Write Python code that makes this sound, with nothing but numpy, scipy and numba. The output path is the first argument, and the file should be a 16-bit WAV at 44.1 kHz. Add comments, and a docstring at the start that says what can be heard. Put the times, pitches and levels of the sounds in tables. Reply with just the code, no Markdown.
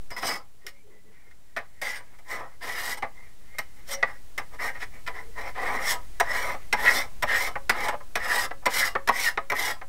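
"""A file rasps over a thin steel blade: many strokes land with a knock, and some end in a duller tap.
Loose tools clink while the blade is fetched. The gloved hand works at a wooden bench, a metre from a
small camera. Random catches of the teeth and chattering knocks ring resonances of blade, edge and bench.
A small workshop echoes it through delay lines; the camera microphone adds shaped noise as hiss,
very low sway, faint sine tones and a drifting offset that drops with a click."""
import sys
import numpy as np
from scipy import signal
from scipy.fft import rfft, irfft
from scipy.io import wavfile
from scipy.ndimage import uniform_filter1d
from numba import njit

SR = 44100
rng = np.random.default_rng(int(sys.argv[2]) if len(sys.argv) > 2 else 0)


def volts_from_db(level):
    """Convert decibel levels to linear amplitude ratios."""
    exponent = np.asarray(level, float) / 20
    return 10 ** exponent


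def master(y):
    """Save y as 16-bit WAV."""
    cut = np.clip(np.atleast_2d(y).T, -1, 1)
    pcm = np.round(cut * 32767)  # scale
    wavfile.write(sys.argv[1], SR, pcm.astype(np.int16))


N = 435708

# File strokes, with an opening clatter and an early scrape shaped alike: (start [s],
# time to top speed [s], time from there to the end of the push [s], blade force [dB],
# edge re blade [dB], bench re blade [dB], favoured pitch at the end of the push [Hz])
STROKES = [(.2, 0.047, 0.11, -33.5, 0, -0.5, 2140), (1.814, 0.014, 0.14, -32, -5.5, -9.5, 2080),
           (2.605, .29, 0.038, -31.5, 0, -4.5, 2000), (4.583, 0.058, 0.054, -28.5, -8, -5.5, 1960),
           (5.545, .09, .3, -33, -11, 2, 1952), (6.236, 0.15, 0.14, -31, -5.5, -1, 2040),
           (6.761, 0.22, 0.039, -28, -0.5, -1, 2140), (7.259, 0.16, 0.058, -29, 0.5, -1, 2110),
           (7.72, 0.13, 0.049, -29.5, -8, -1.5, 1920), (8.19, 0.18, 0.068, -28, -2.5, -4, 1790),
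           (8.688, 0.11, 0.08, -25.5, 0, -7.5, 1860), (9.112, 0.15, .025, -28, 2.5, -8, 1840),
           (9.538, 0.077, 0.1, -28, 0, -5.5, 1770)]
# The blade sings out briefly within a stroke: (peak time [s], level [dB])
SURGES = [(2.77, -41), (5.668, -32), (6.35, -30), (6.868, -21), (6.89, -23.5), (7.294, -23.5), (7.35, -22),
          (8.21, -37), (8.309, -28), (8.822, -29), (9.27, -29)]
# Scuffs and slides, each one swell: (peak time [s], rise [s], fall [s], blade force [dB],
# edge re blade [dB], bench re blade [dB])
SCUFFS = [(.18, .02, 0.041, -38.5, -2.5, 0), (.62, .04, .05, -65, -8, -5),
          (.672, 0.0086, 0.047, -45, -1, -8), (1.17, 0.086, 0.14, -58.5, -20, -9),
          (1.314, .015, 0.017, -49, -17, -22), (1.27, .02, 0.026, -65, -10, -1),
          (2.14, 0.065, 0.037, -61, -16, 0), (3.55, .02, .02, -63, -5, 11),
          (2.33, 0.074, 0.1, -35, -8, -5.5), (2.41, 0.089, 0.091, -49, -16, 11),
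          (2.52, 0.047, .06, -59.5, -12, 0), (2.975, 0.0085, 0.023, -42.5, 0, 2),
          (3.17, 0.034, 0.11, -60, -9, 2.5), (3.79, 0.076, .05, -56.5, -6, -4),
          (3.931, 0.061, 0.031, -33, 0, -6), (4.09, 0.033, 0.043, -46, -12, 1.5),
          (4.15, .02, 0.025, -55, -11, -7), (4.543, 0.041, 0.029, -47, -7, 5.5),
          (4.757, 0.023, 0.036, -37, -17, -5.5), (4.824, 0.031, 0.033, -30, -13, -8),
          (4.95, 0.066, 0.11, -53.5, -11, -3), (5.159, .03, 0.08, -38.5, -15.5, -2.5),
          (5.39, 0.052, 0.096, -42, -9, 1), (5.475, 0.11, 0.048, -38.5, -10.5, 1),
          (5.9, 0.081, 0.058, -26.5, 2.5, -22), (6.549, 0.014, 0.02, -50.5, -24, 14),
          (7.94, .02, 0.028, -50.5, -16, 19.5), (8.45, 0.039, 0.021, -36, -3, 0),
          (8.63, 0.017, .03, -60.5, -9, 14)]
# The file lands: (time [s], level [dB], delay of the thud into the bench [s], thud level [dB])
LANDINGS = [(6.202, -9.5, .003, -14.5), (6.7293, -11.5, 0.0064, -16.5), (7.2265, -14, 0.0062, -15),
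            (7.6975, -5.5, 0.0057, -21), (8.1575, -12.5, .015, -21.5), (8.6591, -13, 0.0059, -10),
            (9.0772, -13.5, 0.013, -9), (9.502, -16.5, 0.019, -13.5)]
# Dull taps as the file lifts or is set down: (time [s], level [dB])
TAPS = [(7.558, -18.5), (8.0075, -36.5), (8.512, -23), (8.9548, -13.5), (9.377, -15.5), (9.8168, -28.5)]
# Other knocks and clinks: (time [s], blade level [dB], edge re blade [dB], bench re blade [dB],
# nominal chatter [s]); knocks() scales these for each part
KNOCKS = [(0.1065, -36.5, -4.5, -2, 0.21), (0.167, -27, -7.5, -7, 0.046), (0.2296, -19.5, -20, -4.5, 0.1),
          (0.2915, -21, -8.5, -9, 0.039), (0.3097, -22, -11, -7, 0.045), (0.668, -30.5, 2, -22, 0.036),
          (1.5668, -18, -19, -12, 0.12), (1.8175, -25, -5, -8, 0.13), (2.1889, -46.5, -5, -0.5, 0.069),
          (3.026, -19.5, -26, -3, 0.091), (4.0304, -7.5, -32, -7.5, 0.039),
          (3.5865, -20.5, -3.5, -10, 0.074), (3.89, -34, 0, -14, 0.05), (4.3804, -18, -10.5, -10, 0.093),
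          (4.599, -37, -12, -6, 0.099), (5.0666, -25, -16, -24, 0.08), (5.077, -20.5, -16.5, -10.5, 0.087),
          (7.8863, -14.5, -8.5, -4.5, 0.056), (9.248, -22, -6.5, -20, 0.04)]
# Resonances of the blade: (centre [Hz], width [Hz], relative level [dB])
BLADE_MODES = [(1453, 83, -12), (1630, 29, -6.5), (1713, 78, -11), (1892, 96, 1), (1941, 124, -2.5),
               (2044, 101, 0), (2167, 68, -8), (2228, 88, -3), (2427, 36, -20.5), (2636, 210, -17),
               (2000, 840, -9)]
# Resonances of the blade's edge: (centre [Hz], width [Hz], relative level [dB])
EDGE_MODES = [(2920, 14, 5.5), (3190, 150, -4.5), (3547, 97, 2.5), (3886, 58, -2), (4400, 65, -0.5),
              (4864, 31, -5), (5076, 94, 2.5), (5410, 123, 3.5), (5780, 79, -0.5), (6000, 76, -5.5),
              (6500, 420, -13.5), (6810, 105, -4), (8240, 74, -1.5), (8720, 59, -0.5), (10720, 230, -10),
              (11620, 150, -2.5), (13600, 140, -4), (3980, 2500, -6.5), (10640, 26500, -12.5)]
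# Resonances of the wooden bench: (centre [Hz], width [Hz], relative level [dB])
BENCH_MODES = [(109, 44, -14), (234, 28, -10.5), (465.5, 58, -10), (547, 38.3, -0.5), (698, 31.3, -2.5),
               (811, 60, 1), (994.3, 23.8, 1.5), (1123, 72, -2), (1168, 58, -2), (1296, 38, -0.5),
               (844, 1210, -10)]
# Resonances of the loose tools: (centre [Hz], width before narrowing [Hz], relative level [dB])
TOOL_MODES = [(4030, 64, 3), (4750, 49, 12), (5160, 13, 15.5), (6290, 63, 4), (7040, 31, -22),
              (7730, 46, -6), (8880, 47, -9), (8650, 73, 4), (9740, 27, -25), (10740, 43, -25),
              (11500, 84, -32), (13300, 60, -6), (12500, 44, -12), (14700, 63, -14)]
# How freely the loose tools ring along: (from [s], to [s], level re edge force [dB])
JOSTLES = [(0.11, 0.417, 0), (0.664, .7, -26), (1.81, 1.992, -8.5)]
# Short creaks and squeaks, and a low rumble at the start: (start [s], length [s], centre [Hz],
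# width [Hz], level before fades [dB])
CREAKS = [(.22, .16, 280, 160, -45), (0.11, .05, 4900, 19, -50), (0.64, .06, 406, 43, -54),
          (0.682, .14, 555, 13, -69), (0.702, .5, 204, 30, -70), (0.82, .19, 410, 30, -59),
          (.735, .07, 2150, 30, -64), (0.747, .09, 2300, 60, -67), (.89, .14, 2000, 19, -64),
          (1.05, .065, 1970, 18, -67), (1.018, 0.15, 410, 60, -62.5), (1.258, 0.033, 460, 50, -63),
          (3.88, .145, 554.5, 5.2, -41.5), (3.935, .1, 760, 16, -53), (3.922, 0.042, 5700, 47, -34.5),
          (5.099, 0.25, 460, 26, -54), (6.306, 0.017, 5300, 60, -40)]
# Spectrum of the microphone hiss: (frequency [Hz], relative density [dB per Hz])
HISS_SPECTRUM = [(21, -31), (35, 4), (123, -4.5), (205, -10), (294, -12), (1510, -20.5), (3530, -23),
                 (4010, -23), (6360, -24), (7420, -24.5), (8430, -24), (14800, -29), (16000, -25.5)]
# Common swell of hiss, sway and standing offset: (time [s], level [dB])
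MIC_SWELL = [(.05, 5.5), (.15, 2), (1, -1), (2, 2.5), (3, 4), (4, 6), (5, 8), (6, 9.5), (7, 9.5), (8, 8),
             (9, 6), (9.88, 5.5)]
# Faint steady tones: (frequency [Hz], mean level [dB])
WHINE = [(7246, -81), (10099, -88), (11951, -89), (14804, -86)]
REST_HZ = 2000  # favoured pitch between strokes


def add_strokes(t, force, favoured_hz):
    """Force grows with speed on every part and the pitch moves along; after the push the force dies away."""
    start_speed, end_speed = 0.29, 0.62  # shares of top speed
    start_hz, fast_hz = 1827, 2084  # favoured pitch at the start and at top speed
    # for blade, edge and bench
    speed_power = np.array([[0.4], [1.62], [0.52]])
    fade_db_per_s = (700, 522, 305)
    bite_s = 0.012
    for s, push_s, ease_s, db, edge_db, bench_db, end_hz in STROKES:
        end_s = push_s + ease_s
        on = span(s, s + end_s + 0.2)
        u = t[on] - s
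        turns = [0, push_s, end_s]
        speed = np.interp(u, turns, [start_speed, 1, end_speed])
        fade_db = np.outer(fade_db_per_s, np.maximum(u - end_s, 0))
        size = volts_from_db(parts_db(db, edge_db, bench_db) - fade_db)
        force[:, on] += size * speed ** speed_power * (1 - np.exp(-u / bite_s))
        favoured_hz[on] = np.interp(u, turns, [start_hz, fast_hz, end_hz])


def add_surges(t, force, favoured_hz):
    """Brief swells of blade force pull the favoured pitch towards one note."""
    rise_s, fall_s, surge_hz = 0.023, 0.052, 1872
    for s, db in SURGES:
        on = span(s - 2 * rise_s, s + 2 * fall_s)
        shape = volts_from_db(swell_db(t[on], s, rise_s, fall_s))
        force[0, on] += volts_from_db(db) * shape
        favoured_hz[on] += shape * (surge_hz - favoured_hz[on])


def add_scuffs(t, force):
    """Each scuff is one lopsided swell of force on blade, edge and bench."""
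    for s, rise_s, fall_s, db, edge_db, bench_db in SCUFFS:
        on = span(s - 2 * rise_s, s + 2 * fall_s)
        swell = swell_db(t[on], s, rise_s, fall_s)
        force[:, on] += volts_from_db(parts_db(db, edge_db, bench_db) + swell)


def fidget(t):
    """Gloves shift faintly on blade, edge and bench, with one random swell common to all three."""
    spread_db = 12
    present = (t > 0.63) & (t < 7.3)
    part_db = np.array([[-69.5], [-88], [-82]])
    return present * volts_from_db(part_db + spread_db * walk(12))


def rubbing():
    """Force envelopes of everything that slides on blade, edge and bench, and the pitch the teeth favour."""
    t, favoured_hz = np.arange(N) / SR, np.full(N, float(REST_HZ))
    force = fidget(t)
    add_strokes(t, force, favoured_hz)
    add_scuffs(t, force)
    add_surges(t, force, favoured_hz)
    favoured_hz = uniform_filter1d(favoured_hz, SR // 100) * (1 + 0.051 * walk(14))
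    # the file judders: the whole contact tightens and slackens, each part a little on its own
    judder_db = 2.0 * walk(45)
    own_db = np.array([1.0 * walk(160), 2.25 * walk(110), 2.3 * walk(25)])
    return force * volts_from_db(judder_db + own_db), favoured_hz


def file_teeth(favoured_hz):
    """Fine random catches on each part, with coarse ones shared; a band near the pitch drives the blade."""
    teeth = np.array([grit(16000, 2.5) for _ in range(3)])
    teeth += volts_from_db(-7) * grit(1400, 1.5)  # coarse catches shake all three parts at once
    # the teeth pass at a rate that follows the hand and drive the blade modes near it hardest
    teeth[0] += 1.04 * svf(teeth[0], 2020.0, 230.0, favoured_hz / 2000)
    return teeth


def knocks():
    """Each knock: a first hard tick, then chatter, quick on edge and blade, late and long in the bench."""
    # edge re blade dB, bench re blade dB, nominal chatter s
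    landing, thud, tap = (-9, -8.5, 0.045), (-13.5, -2, 0.051), (-31, -1, 0.043)
    approach_s = 0.002225  # first touch comes just before the blow peaks
    blows = KNOCKS + [(s, db, *tap) for s, db in TAPS]
    blows += [(s, db, *landing) for s, db, _, _ in LANDINGS]
    blows += [(s + late_s, db, *thud) for s, _, late_s, db in LANDINGS]
    chatter, tick = np.zeros((3, N + SR)), np.zeros((3, N))
    t = np.arange(SR // 4) / SR
    rise_s = np.array([[0.0003], [0.0002], [0.0032]])
    rise = 1 - np.exp(-t / rise_s)
    for s, db, edge_db, bench_db, chatter_s in blows:
        # time to die away by 60 dB on each part
        fall_s = np.clip(chatter_s * np.array([[1], [0.7], [1.3]]), 0.004, 0.4)
        fall = np.exp(-np.log(1000) * t / fall_s)
        size = volts_from_db(parts_db(db, edge_db, bench_db + 3.5))
        at = int((s - approach_s) * SR)
        chatter[:, at:at + len(t)] += size * rise * fall
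        tick[:, at] += size[:, 0] * volts_from_db(np.array([17, 8, 12]))
    return chatter[:, :N], tick


def ringing_board():
    """A narrow resonance of a bench board rings on after each tap."""
    tapped = np.zeros(N)
    tapped[[int(s * SR) for s, db in TAPS]] = volts_from_db(np.array(TAPS)[:, 1])
    return volts_from_db(38) * svf(tapped, 546.0, 7.6, np.ones(N))


def loose_tools(edge):
    """Force on the edge jostles the loose tools, which clink at narrow resonances."""
    t = np.arange(N) / SR
    freedom = sum(volts_from_db(db) * ((t > t0) & (t < t1)) for t0, t1, db in JOSTLES)
    narrowed = [(hz, np.clip(width * 0.43, 18, 60), db) for hz, width, db in TOOL_MODES]
    return body(edge * freedom, narrowed, np.ones(N), 8.2)


def creaks():
    """Creaks, squeaks and a low rumble: rough noise bands, narrow or wide, that swell and fade."""
    out = np.zeros(N)
    for s, length_s, hz, width, db in CREAKS:
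        n, at = int(length_s * SR), int(s * SR)
        tone = svf(rng.standard_normal(SR), float(hz), float(width), np.ones(SR))
        # even out the random strength, so that each holds fairly steady
        strength = np.abs(signal.hilbert(tone)) + 1e-9
        tone = (tone / strength ** 0.7)[-n - 500:-500]
        out[at:at + n] += level(tone, db) * signal.windows.tukey(n, 0.5)
    return out


def steel():
    """Sliding and knocks shake the same blade, edge and bench; tools, creaks and board join, dry."""
    slide, favoured_hz = rubbing()
    chatter, tick = knocks()
    bounces = np.array([grit(per_s, 0.52) for per_s in (4000, 14000, 3000)])  # blade, edge, bench
    blade, edge, bench = slide * file_teeth(favoured_hz) + chatter * bounces + tick
    # the resonances follow part of the favoured pitch's movement
    bend = favoured_hz / 2000 - 1
    blade_glide = 1 + 0.4 * bend + 0.0031 * walk(18)
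    edge_glide = 1 + 0.5 * bend + 0.0063 * walk(13)
    bench_glide = 1 + 0.018 * walk(9.6)
    rung = body(soften(blade, 4740), BLADE_MODES, blade_glide, 4)
    rung += body(edge, EDGE_MODES, edge_glide, 4)
    rung += body(soften(bench, 2260), BENCH_MODES, bench_glide, 2.5)
    return rung + loose_tools(edge) + creaks() + ringing_board()


def workshop(dry):
    """Small-room echo: sound circulates in eight delay lines, falling 60 dB in 0.2 s before damping."""
    lags = np.array([211, 307, 419, 547, 673, 811, 967, 1151])  # samples
    gain = volts_from_db(-60 * lags / SR / 0.2)
    return volts_from_db(-20) * walls(dry, lags, gain, 0.19)


def mic_hiss():
    """Noise shaped in frequency; its part above 1 kHz sets the level before the swell."""
    hz, db = np.transpose(HISS_SPECTRUM)
    f = np.fft.rfftfreq(N, 1 / SR)
    shape = volts_from_db(np.interp(np.log(f + 1), np.log(hz), db))
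    spectrum = rfft(rng.standard_normal(N)) * shape
    treble = irfft(spectrum * (f > 1000), N)
    return irfft(spectrum, N) * volts_from_db(-65) / np.std(treble)


def mic_sway():
    """Very low rumble, noise band-passed twice near 7 Hz, that grows over the first seconds."""
    t, still = np.arange(N) / SR, np.ones(N)
    once = svf(rng.standard_normal(N), 7.0, 27.0, still)
    sway = level(svf(once, 7.0, 27.0, still), -53)
    return sway * np.interp(t, [0, 2, 6], [0.25, 0.4, 1])


def whine():
    """Faint sine tones at fixed pitches, each wavering a little in level."""
    t = np.arange(N) / SR
    return sum(np.sqrt(2) * volts_from_db(db + 2 * walk(30)) * np.sin(2 * np.pi * hz * t) for hz, db in WHINE)


def background():
    """Microphone hiss and sway swell together over a drifting offset, with a steady whine."""
    t = np.arange(N) / SR
    mic_db = np.interp(t, *np.transpose(MIC_SWELL))
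    # the offset falls abruptly, with a click
    offset = -0.0125 * volts_from_db(np.where(t < 0.1155, 10, mic_db))
    return whine() + volts_from_db(mic_db) * (mic_hiss() + mic_sway()) + offset


def body(force, modes, glide, wander_db):
    """A force rings resonances; energy shifts among them as contact moves. White rms 1 gives about rms 1."""
    grip = np.array([volts_from_db(db + wander_db * min(150 / width, 1) * walk(22)) for hz, width, db in modes])
    power = sum(g ** 2 * np.pi * width / SR for g, (hz, width, db) in zip(grip, modes))
    grip /= np.sqrt(power)
    rung = 0
    for k, (hz, width, db) in enumerate(modes):
        # broader, more damped modes also wander further in pitch
        drift = glide + 0.46 * min(width, 300) / hz * walk(15)
        rung = rung + (-1) ** k * svf(force * grip[k], float(hz), float(width), drift)
    return rung


def soften(force, hz):
    """A push of finite length holds little treble."""
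    return signal.sosfilt(signal.butter(3, hz, fs=SR, output="sos"), force)


def grit(per_s, spread_db):
    """Random catches of unequal size; rms 1."""
    hit = rng.random(N) < per_s / SR
    size_db = np.minimum(spread_db * rng.exponential(size=N), 18)
    return level(hit * rng.standard_normal(N) * volts_from_db(size_db), 0)


def walk(rate):
    """Random levels held 1 / rate s and slewed twice; spread below 1."""
    k = int(SR / rate)
    held = np.repeat(rng.standard_normal(N // k + 1), k)
    return 0.85 * uniform_filter1d(uniform_filter1d(held, k), k)[:N]


def swell_db(t, s, rise_s, fall_s):
    """A lopsided bell in dB: 0 at its peak, 24 down one rise before and one fall after."""
    return -24 * ((t - s) / np.where(t < s, rise_s, fall_s)) ** 2


def parts_db(db, edge_db, bench_db):
    """Levels of blade, edge and bench as a column."""
    return db + np.array([[0], [edge_db], [bench_db]])


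def span(from_s, to_s):
    """The samples between two times."""
    return slice(int(from_s * SR), int(to_s * SR))


def level(x, db):
    """Scale to an rms in dB."""
    return x * volts_from_db(db) / np.sqrt(np.mean(x ** 2))


@njit
def svf(x, hz, width, glide):
    """State-variable band-pass, gain 1 at a centre that may glide."""
    y, band, low, k = np.empty(len(x)), 0., 0., width / hz
    for i in range(len(x)):
        g = np.tan(np.pi * hz * glide[i] / SR)
        v = (band + g * (x[i] + 1e-18 - low)) / (1 + g * (g + k))
        band, low, y[i] = 2 * v - band, low + 2 * g * v, k * v
    return y


@njit
def walls(x, lags, gain, damp):
    """Eight delay lines that feed each other, duller on every round."""
    line, soft, out = np.zeros((8, 4096)), np.zeros(8), np.zeros(len(x))
    for i in range(len(x)):
        total = 0.
        for k in range(8):
            soft[k] += (1 - damp) * (gain[k] * line[k, (i - lags[k]) & 4095] - soft[k])
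            total += soft[k]
            out[i] += soft[k] * (1 - 2 * (k % 2))
        for k in range(8):
            line[k, i & 4095] = x[i] + soft[k] - total / 4
    return out


def scene():
    """Steel, its workshop echo and the background, on one microphone."""
    direct = steel()
    return (direct + workshop(direct) + background())[None]


def top_cut(x):
    """Nothing passes above the cut-off."""
    return signal.sosfilt(signal.butter(12, 16520, fs=SR, output="sos"), x)


def record(dry):
    """The camera cuts the top above 15.7 kHz and rounds the loudest peaks."""
    dull = signal.sosfilt(signal.ellip(8, 0.2, 30, 15700, fs=SR, output="sos"), dry)
    mix = np.tanh(1.196 * dull) / 1.259
    return top_cut(mix)


dry = scene()
out = record(dry)
master(out)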